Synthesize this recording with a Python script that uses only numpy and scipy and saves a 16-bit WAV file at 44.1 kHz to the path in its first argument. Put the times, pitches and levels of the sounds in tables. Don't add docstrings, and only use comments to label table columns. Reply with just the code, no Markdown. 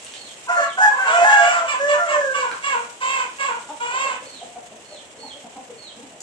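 import sys
import numpy as np
from scipy import signal
from scipy.fft import rfft, irfft, next_fast_len
from scipy.io import wavfile
from scipy.ndimage import uniform_filter1d, minimum_filter1d

SR = 44100
rng = np.random.default_rng(int(sys.argv[2]) if len(sys.argv) > 2 else 0)


def pcm_store(signal):
    levels = np.round(np.clip(np.atleast_2d(signal), -1, 1) * 32767)
    wavfile.write(sys.argv[1], SR, levels.astype(np.int16).T)


def makeup_ratio(level_db):
    decades = np.asarray(level_db, float) / 20
    return 10 ** decades


N = 274302

# frequency in Hz, left-right likeness (-1 to 1).
SAME = [(60, -1.4), (170, 0.92), (480, 0.77), (1370, -0.08), (3870, 0.059), (11000, 0.084)]


def evened(x):
    return x / np.sqrt(np.mean(abs(x) ** 2) + 1e-20)


def read(points, hz):
    f, value = np.transpose(points)
    return np.interp(np.log(hz + 1), np.log(f + 1), value)


def add(mix, s, sound):
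    part = mix[round(s * SR):][:len(sound)]
    part += sound[:len(part)]


def wander(length, hz):
    r = np.exp(-2 * np.pi * hz / SR)
    drift = signal.lfilter([1], [1, -2 * r, r * r], rng.standard_normal(length + 2000))
    return evened(drift[2000:])


def coloured(x, points):
    size = next_fast_len(len(x), True)
    gain = makeup_ratio(read(points, np.fft.rfftfreq(size, 1 / SR)))
    return irfft(rfft(x, size) * gain, size)[:len(x)]


def resonate(x, hz, width_hz):
    return signal.lfilter(*signal.iirpeak(hz, hz / width_hz, SR), x)


def unfold(rows):
    s, *columns = np.transpose(rows)
    t = np.arange(s[0], s[-1], 1 / SR)
    edge = signal.windows.tukey(len(t), min(1, .05 / (s[-1] - s[0])))
    return s[0], [np.interp(t, s, c) for c in columns], edge


def partials(hz, levels_db, jitter, flutter):
    turns = np.cumsum(hz * (1 + jitter * wander(len(hz), 59.3))) / SR
    swing = wander(len(hz) + 600 * len(levels_db), 62)
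    out = np.zeros(len(hz))
    for k, db in enumerate(levels_db, start=1):
        level = makeup_ratio(db) * (1 + flutter * swing[600 * (k - 1):][:len(hz)])
        out += level * np.cos(2 * np.pi * (k * turns + rng.random()))
    return np.sqrt(2) * out, turns


def correlated(left, other):
    same = np.clip(read(SAME, np.linspace(0, SR / 2, left.shape[0])), -1, 1)[:, None]
    return np.array([left, same * left + np.sqrt(1 - same ** 2) * other])


def yard(x):
    # frequency in Hz, 60 dB decay time in seconds.
    decay = [(200, 0.32), (1000, 0.35), (4000, 0.39), (10000, 0.12)]
    taps = np.zeros((2, SR // 2))
    at = np.arange(300, SR // 2 - 20, 20) + rng.integers(0, 20, (2, (SR // 2 - 301) // 20))
    np.put_along_axis(taps, at, rng.choice([-1., 1.], at.shape), 1)
    hz, t, z = signal.stft(taps, SR, nperseg=256)
    z = correlated(z[0], z[1])
    tail = signal.istft(z * makeup_ratio(-60 * t / read(decay, hz)[:, None]), SR, nperseg=256)[1]
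    return signal.oaconvolve(x[None], tail / np.linalg.norm(tail[0]), axes=1)[:, :N]


def placed(voice, rows, lag_s, pan_db, wet_db, trim_db):
    x = np.zeros(N)
    for row in rows:
        add(x, *voice(row))
    late = np.roll(x, round(lag_s * SR))
    direct = np.array([x * makeup_ratio(pan_db / 2), late * makeup_ratio(-pan_db / 2)])
    return makeup_ratio(trim_db) * (direct + makeup_ratio(wet_db) * yard(x))


def rain():
    # frequency in Hz, spectral density in dB per Hz.
    spectrum = [(24, -56), (40, -9), (253, 2), (344, 1), (608, 7), (1330, -7), (2960, -10), (4650, -24.5),
                (7640, -12.5), (8600, -16.5), (9680, -31.5), (11400, -27), (14800, -52), (22000, -120)]
    # time in seconds, level of the bright hiss in dB.
    bright_hiss = [(0, -42.5), (1.2, -44.5), (2.7, -43), (4.4, -44.5), (4.7, -49), (5.4, -47.5),
                   (6.22, -49)]
    rain_db, ticks_db = -48.5, -74
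    frames, hz = N // 128 + 5, np.fft.rfftfreq(512, 1 / SR)
    a, b, c, d, patches = rng.standard_normal((frames, 257, 5)).T
    patches = evened(uniform_filter1d(uniform_filter1d(patches, size=8, axis=0), size=30, axis=1))
    flicker = evened(uniform_filter1d(rng.standard_normal(frames), size=5))
    s, hiss_db = np.transpose(bright_hiss)
    swell_db = np.interp(np.arange(frames) * 128 / SR, s, hiss_db + 59.5)
    share = np.clip(np.log(hz / 700 + 1e-9) / np.log(6), 0, 1)[:, None]

    z = correlated(a + 1j * b, c + 1j * d) * makeup_ratio(read(spectrum, hz)[:, None])
    steady = signal.istft(z, nperseg=512, noverlap=384)[1]
    scale = makeup_ratio(rain_db) / np.sqrt(np.mean(steady ** 2))
    z *= makeup_ratio(0.34 * patches + share * (swell_db + 1.7 * flicker))
    wash = scale * signal.istft(z, nperseg=512, noverlap=384)[1][:, :N]

    hits = rng.random((2, N)) < 400 / SR
    size = makeup_ratio(6.3 * np.minimum(rng.exponential(1, (2, N)), 5)) * hits
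    t = np.arange(120) / SR
    click = np.exp(-t / 0.00019) * np.sin(2 * np.pi * 7000 * t)
    ticks = signal.oaconvolve(size, click[None], axes=1)[:, :N]
    swell = makeup_ratio(np.interp(np.arange(N) / 128, np.arange(frames), swell_db))
    return wash + makeup_ratio(ticks_db) * evened(ticks) * swell


def drip(s, db, hz):
    t = np.arange(3000) / SR
    tick = np.exp(-t / 0.0035) * np.sin(2 * np.pi * hz * t)
    splash = evened(resonate(rng.standard_normal(len(t)), hz, 0.21 * hz)) * np.exp(-t / 0.0042)
    return s, makeup_ratio(db) * (tick + 1.54 * splash)


def near_drips():
    # start in seconds, peak level in dB, ring frequency in Hz.
    drops = [
        (0.0473, -39.5, 8100),
        (0.0657, -37.5, 2790),
        (0.1376, -38, 3140),
        (0.1642, -43, 4220),
        (2.514, -27.5, 1400),
        (6.205, -36.5, 7000),
    ]
    return placed(lambda row: drip(*row), drops, .00002, .3, 0.93, 1.0)


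def peep(s, db, stretch):
    # time in seconds, pitch in Hz, level in dB.
    glide = [
        (0, 4180, -18),
        (.03, 4400, -16),
        (.085, 4230, -18),
        (.11, 4020, -15),
        (.13, 3450, -12),
        (.165, 2800, -10),
    ]
    _, (hz, shape_db), edge = unfold([(at * stretch, pitch, level) for at, pitch, level in glide])
    return s, partials(hz, [db + shape_db], jitter=.006, flutter=.45)[0] * edge


def chick():
    # start in seconds, peak level in dB, time stretch as a ratio.
    peeps = [(0.16, -36, 0.94), (.545, -37, 1.22), (4.245, -36, 1.09), (4.843, -36, 1.01),
             (5.178, -34, .98), (5.766, -36, 0.94)]
    return placed(lambda row: peep(*row), peeps, .00005, 0.4, 0, 1.2)


def cackle(rows, above_db):
    # frequency in Hz, throat gain in dB.
    throat = [(260, -15), (520, -14), (1050, 2.5), (1600, -6), (1900, -2.5), (2200, 6), (2800, 3.5),
              (4000, -14.5), (5500, -17.5), (7600, -2.5), (9000, -25), (11500, -23.5)]
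    strain_hz, bright_db_per_hz = 521, 0.1067
    s, (hz, effort_db, rough), edge = unfold(rows)
    push_db = 0.14 * (effort_db - effort_db.max())
    bright_db = above_db + effort_db + push_db + bright_db_per_hz * (hz - strain_hz)
    tiring = np.linspace(0, 1, len(hz)) ** 3
    rough, half_db = np.clip(rough, 0, 1), -24 + 26 * tiring
    levels = []
    for k in range(1, 19):
        source_db = bright_db if k > 7 else effort_db
        levels.append(read(throat, k * hz / 2) + source_db + half_db * (k % 2))
    tone, turns = partials(hz / 2, levels, jitter=.03 * rough, flutter=.15 + 1.1 * rough)

    gate = 0.59 + np.exp(-(2 * turns % 1) / 0.098)
    puffs = coloured(gate * rng.standard_normal(len(hz)), [(400, -36), *throat[1:]])
    low = signal.lfilter(*signal.butter(2, 1900, fs=SR), puffs)
    breath = (.6 + tiring) * makeup_ratio(effort_db) * low + 1.1 * makeup_ratio(bright_db) * (puffs - low)
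    breath = breath / np.std(low)
    hiss = evened(coloured(puffs, [(3500, -18), (5000, -4.5)]))
    return s, edge * (np.sqrt(1 - rough ** 2) * tone + rough * breath + makeup_ratio(bright_db + 1.5) * hiss)


def syllable(s, length, db, hz, after_hz):
    rough_start, rough_break, rough_end = .46, .33, .55
    return [(s, hz, db + 33.5, rough_start),
            (s + 0.0067, hz, db, rough_start),
            (s + 0.38 * length, hz, db - 1.0, rough_start),
            (s + .5 * length, after_hz, db + 3, rough_break),
            (s + 0.72 * length, after_hz, db - 6.0, rough_break),
            (s + length, .98 * after_hz, db - 12.5, rough_end)]


def other_hen():
    # start in seconds, length in seconds, effort in dB, pitch in Hz, pitch after the break in Hz.
    calls = [
        (.465, 0.1, -25.5, 501.4, 497),
        (0.564, 0.14, -27.5, 549, 561),
        (0.774, 0.029, -23.5, 525, 528),
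        (0.894, 0.353, -25, 528.7, 547),
        (1.505, 0.27, -28.5, 513.7, 518.3),
        (2.501, 0.1, -36, 530, 523.5),
    ]
    return placed(lambda rows: cackle(rows, above_db=-15), [syllable(*row) for row in calls],
                  0.00015, -0.45, -1.3, -7.5)


def crow(rows, hoarse):
    # frequency in Hz, throat gain in dB.
    throat = [(2200, -9.5), (3000, 3), (4000, -23), (5500, -2.5), (7500, 9), (9000, -24), (11500, -16.5)]
    # frequency in Hz, gain in dB.
    beak = [(1150, -9), (1400, -1.5), (1700, 3), (2050, -23.5), (2550, -28)]
    s, (hz, first_db, beak_db), edge = unfold(rows)
    second_db, third_db = (first_db + beak_db + read(beak, k * hz) for k in range(2, 4))
    upper_db = first_db + .5 * beak_db - 31
    upper = [upper_db + 3 + read(throat, k * hz) for k in range(4, 14)]
    levels = [first_db, second_db, third_db] + upper
    tone, turns = partials(hz, levels, jitter=.006 * hoarse, flutter=.25 * hoarse)

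    puffs = (1.1 + np.exp(-(turns % 1) / 0.59)) * rng.standard_normal(len(hz))
    rasp = evened(coloured(puffs, [(350, -47), (650, -7.5), (1700, 15), (2050, 15.5), (2500, -14)]))
    breath = evened(coloured(puffs, [(1500, -10), *throat]))
    rasp_level = makeup_ratio(np.maximum(first_db, second_db) - 16) * hoarse
    return s, edge * (tone + rasp_level * rasp + makeup_ratio(upper_db + 7) * breath)


def note(s, length, db, hz, beak_db):
    rise_s, scoop, sag_hz_per_s = 0.024, 0.0299, 230
    hold = .78 * length
    return [(s, hz * (1 - scoop), db + 4, beak_db),
            (s + rise_s, hz, db, beak_db),
            (s + hold, hz - sag_hz_per_s * hold, db, beak_db),
            (s + length, hz - sag_hz_per_s * length, db - 10, beak_db)]


def rooster():
    # start in seconds, length in seconds, effort in dB, pitch in Hz, beak opening in dB.
    short_notes = [
        (0.48, .21, -28, 710, 5.5),
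        (0.561, 0.1, -31.5, 590.3, 5.5),
        (0.767, 0.074, -26, 757, 2.5),
        (0.803, 0.1053, -17.5, 854.3, 0),
        (.975, 0.226, -34.5, 771, 11.5),
        (1.232, 0.208, -17.5, 855, 0.5),
        (1.972, 0.12, -31, 700, 7),
    ]
    # time in seconds, pitch in Hz, effort in dB, beak opening in dB.
    long_note = [
        (1.07, 608.6, -35, 2),
        (1.15, 687, -24, 6),
        (1.24, 699, -12, -18),
        (1.31, 711.6, -33, 3),
        (1.42, 687.5, -17.5, -5),
        (1.5, 712, -22.5, -3),
        (1.6, 678.5, -35, 14),
        (1.68, 653, -29, -11),
    ]
    # time in seconds, pitch in Hz, effort in dB, beak opening in dB.
    last_note = [
        (1.786, 550, -26.5, -2.5),
        (1.871, 580.3, -21, -6.5),
        (1.958, 592, -24.5, 1),
        (2.028, 585.7, -41, -7.5),
        (2.13, 597.5, -22, -1),
        (2.2, 576.5, -24.5, -5.5),
        (2.269, 535, -31, 1),
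        (2.45, 501.5, -36.5, 1),
        (2.53, 477, -50, 15),
    ]
    hoarse_start, hoarse_last = 1.35, .8
    calls = [(note(*row), hoarse_start) for row in short_notes]
    calls += [(long_note, hoarse_start), (last_note, hoarse_last)]
    return placed(lambda call: crow(*call), calls, 0.00021, -2.6, -5.5, 0.62)


def hen():
    # start in seconds, length in seconds, effort in dB, pitch in Hz, pitch after the break in Hz.
    cackles = [(1.668, 0.15, -28, 591.2, 512.6), (1.876, .14, -27, 566, 489),
               (2.07, 0.16, -26.5, 548.5, 505), (2.33, 0.23, -27.5, 563.7, 479.8),
               (2.624, .25, -27.5, 557.3, 476), (3.384, 0.23, -27, 554.2, 478.6)]
    # time in seconds, pitch in Hz, effort in dB, roughness (0 to 1).
    squawks = [
        [(1.05, 458.6, -25, 0.5), (1.104, 473.8, -23.5, 0.54), (1.21, 510.8, -29.5, 0.4),
         (1.31, 549.2, -29, 0.5), (1.5, 582.5, -31, 0.5), (1.63, 583, -38.5, 0.64)],
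        [(3.0, 503.4, -33, .3), (3.02, 508.7, -28.5, 0.42), (3.11, 538, -28.5, 0.36), (3.2, 513.5, -28, 0.47),
         (3.25, 498, -32.5, 0.65), (3.32, 493.6, -62, 0.6)],
        [(3.795, 466, -19, 0), (3.813, 471.7, -27.5, 0.25), (3.9, 486.4, -28.5, 0.31),
         (4.019, 549.5, -28.5, 0.32), (4.131, 505, -31.5, 0.53), (4.2, 474.8, -43.5, 0.65)],
    ]
    calls = [syllable(*row) for row in cackles] + list(squawks)
    return placed(lambda rows: cackle(rows, above_db=-9), calls, .00024, -2.9, -6, -1.73)


def cluck(s, db, hz, throat_hz, low_db):
    t = np.arange(round(.075 * SR)) / SR
    hz = throat_hz / np.round(throat_hz / hz)
    levels = [low_db + 12.0, -3, -3, -6, -12, -16]
    tone, _ = partials(hz * (1.02 - .5 * t), levels, jitter=0.051, flutter=0.59)
    drive = tone + 0.93 * rng.standard_normal(len(t))
    ring = evened(resonate(resonate(drive, throat_hz, 280), throat_hz, 280)) + .5 * tone
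    return s - .01, makeup_ratio(db - 7.0) * ring * np.sin(np.pi * (t / t[-1]) ** 0.51) ** 1.84


def soft_clucks():
    # start in seconds, peak level in dB, pitch in Hz, throat resonance in Hz, lowest partial in dB.
    calls = [(3.697, -29, 296, 872, -20), (3.936, -35, 222, 777, -34), (4.05, -30.5, 276.4, 544, -28),
             (4.228, -35.5, 264, 547, -19), (4.328, -57, 304, 539, 4), (4.421, -32.5, 282.5, 718, -22),
             (4.561, -33.5, 261, 733, -20), (4.721, -40, 221.5, 657, -14), (4.914, -38.5, 207.8, 602, -26),
             (5.177, -40.5, 272, 445, -23), (5.239, -35.5, 264, 831, -13.5),
             (5.343, -42.5, 290.5, 568, -15), (5.447, -34.5, 238, 721, -14), (5.564, -36, 232, 762, -9.5),
             (5.699, -36.5, 263.6, 482, -20), (5.973, -43, 269, 451, -6), (6.029, -47.5, 266, 819, -2.5),
             (6.131, -44.5, 215, 672, -16)]
    return placed(lambda row: cluck(*row), calls, .00005, -0.54, -3.5, -0.092)


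def scene():
    return rooster() + hen() + other_hen() + soft_clucks() + chick() + near_drips() + rain()


def gated(x):
    hz, _, z = signal.stft(x, SR, nperseg=1024)
    power = uniform_filter1d((abs(z) ** 2).sum(0), size=3, axis=0)
    band_db = 10 * np.log10(uniform_filter1d(power, size=3, axis=1) + 1e-16)
    luck = rng.standard_normal((len(hz) // 4 + 1, z.shape[2] // 2 + 1))
    luck_db = 2 * np.kron(luck, np.ones((4, 2)))[:len(hz), :z.shape[2]]
    near_db = -minimum_filter1d(-band_db, size=19, axis=0)
    moment_db = np.percentile(band_db[60:200], 80, axis=0)
    covered = (band_db < near_db - 20) & (hz[:, None] > 1700)
    covered |= (band_db < moment_db - 17 + luck_db) & (hz[:, None] > 8500)
    return signal.istft(z * np.where(covered, makeup_ratio(-50), 1), SR, nperseg=1024)[1][:, :N]


def top_cut(x):
    return signal.sosfilt(signal.butter(12, 11570, fs=SR, output="sos"), x)


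def record(dry):
    # frequency in Hz, difference in dB.
    sides = [(50, 10.5), (130, 1.5), (1000, 1), (2400, -2.5), (3800, -6), (5000, -9.5), (6000, 1.5)]
    size = next_fast_len(N, True)
    tilt_db = np.multiply.outer([.5, -.5], read(sides, np.fft.rfftfreq(size, 1 / SR)))
    x = irfft(rfft(dry, size) * makeup_ratio(tilt_db), size)[:, :N]
    x = signal.sosfilt(signal.butter(4, 50, "high", fs=SR, output="sos"), x)
    ceiling = minimum_filter1d(np.minimum(1, .85 / (abs(x).max(0) + 1e-9)), size=800)
    x = gated(x * uniform_filter1d(ceiling, size=800))
    low_pass = signal.firwin(511, 11600, window=("kaiser", 9), fs=SR)
    limited = signal.oaconvolve(x, low_pass[None], "same")
    return top_cut(limited)


dry = scene()
out = record(dry)
pcm_store(out)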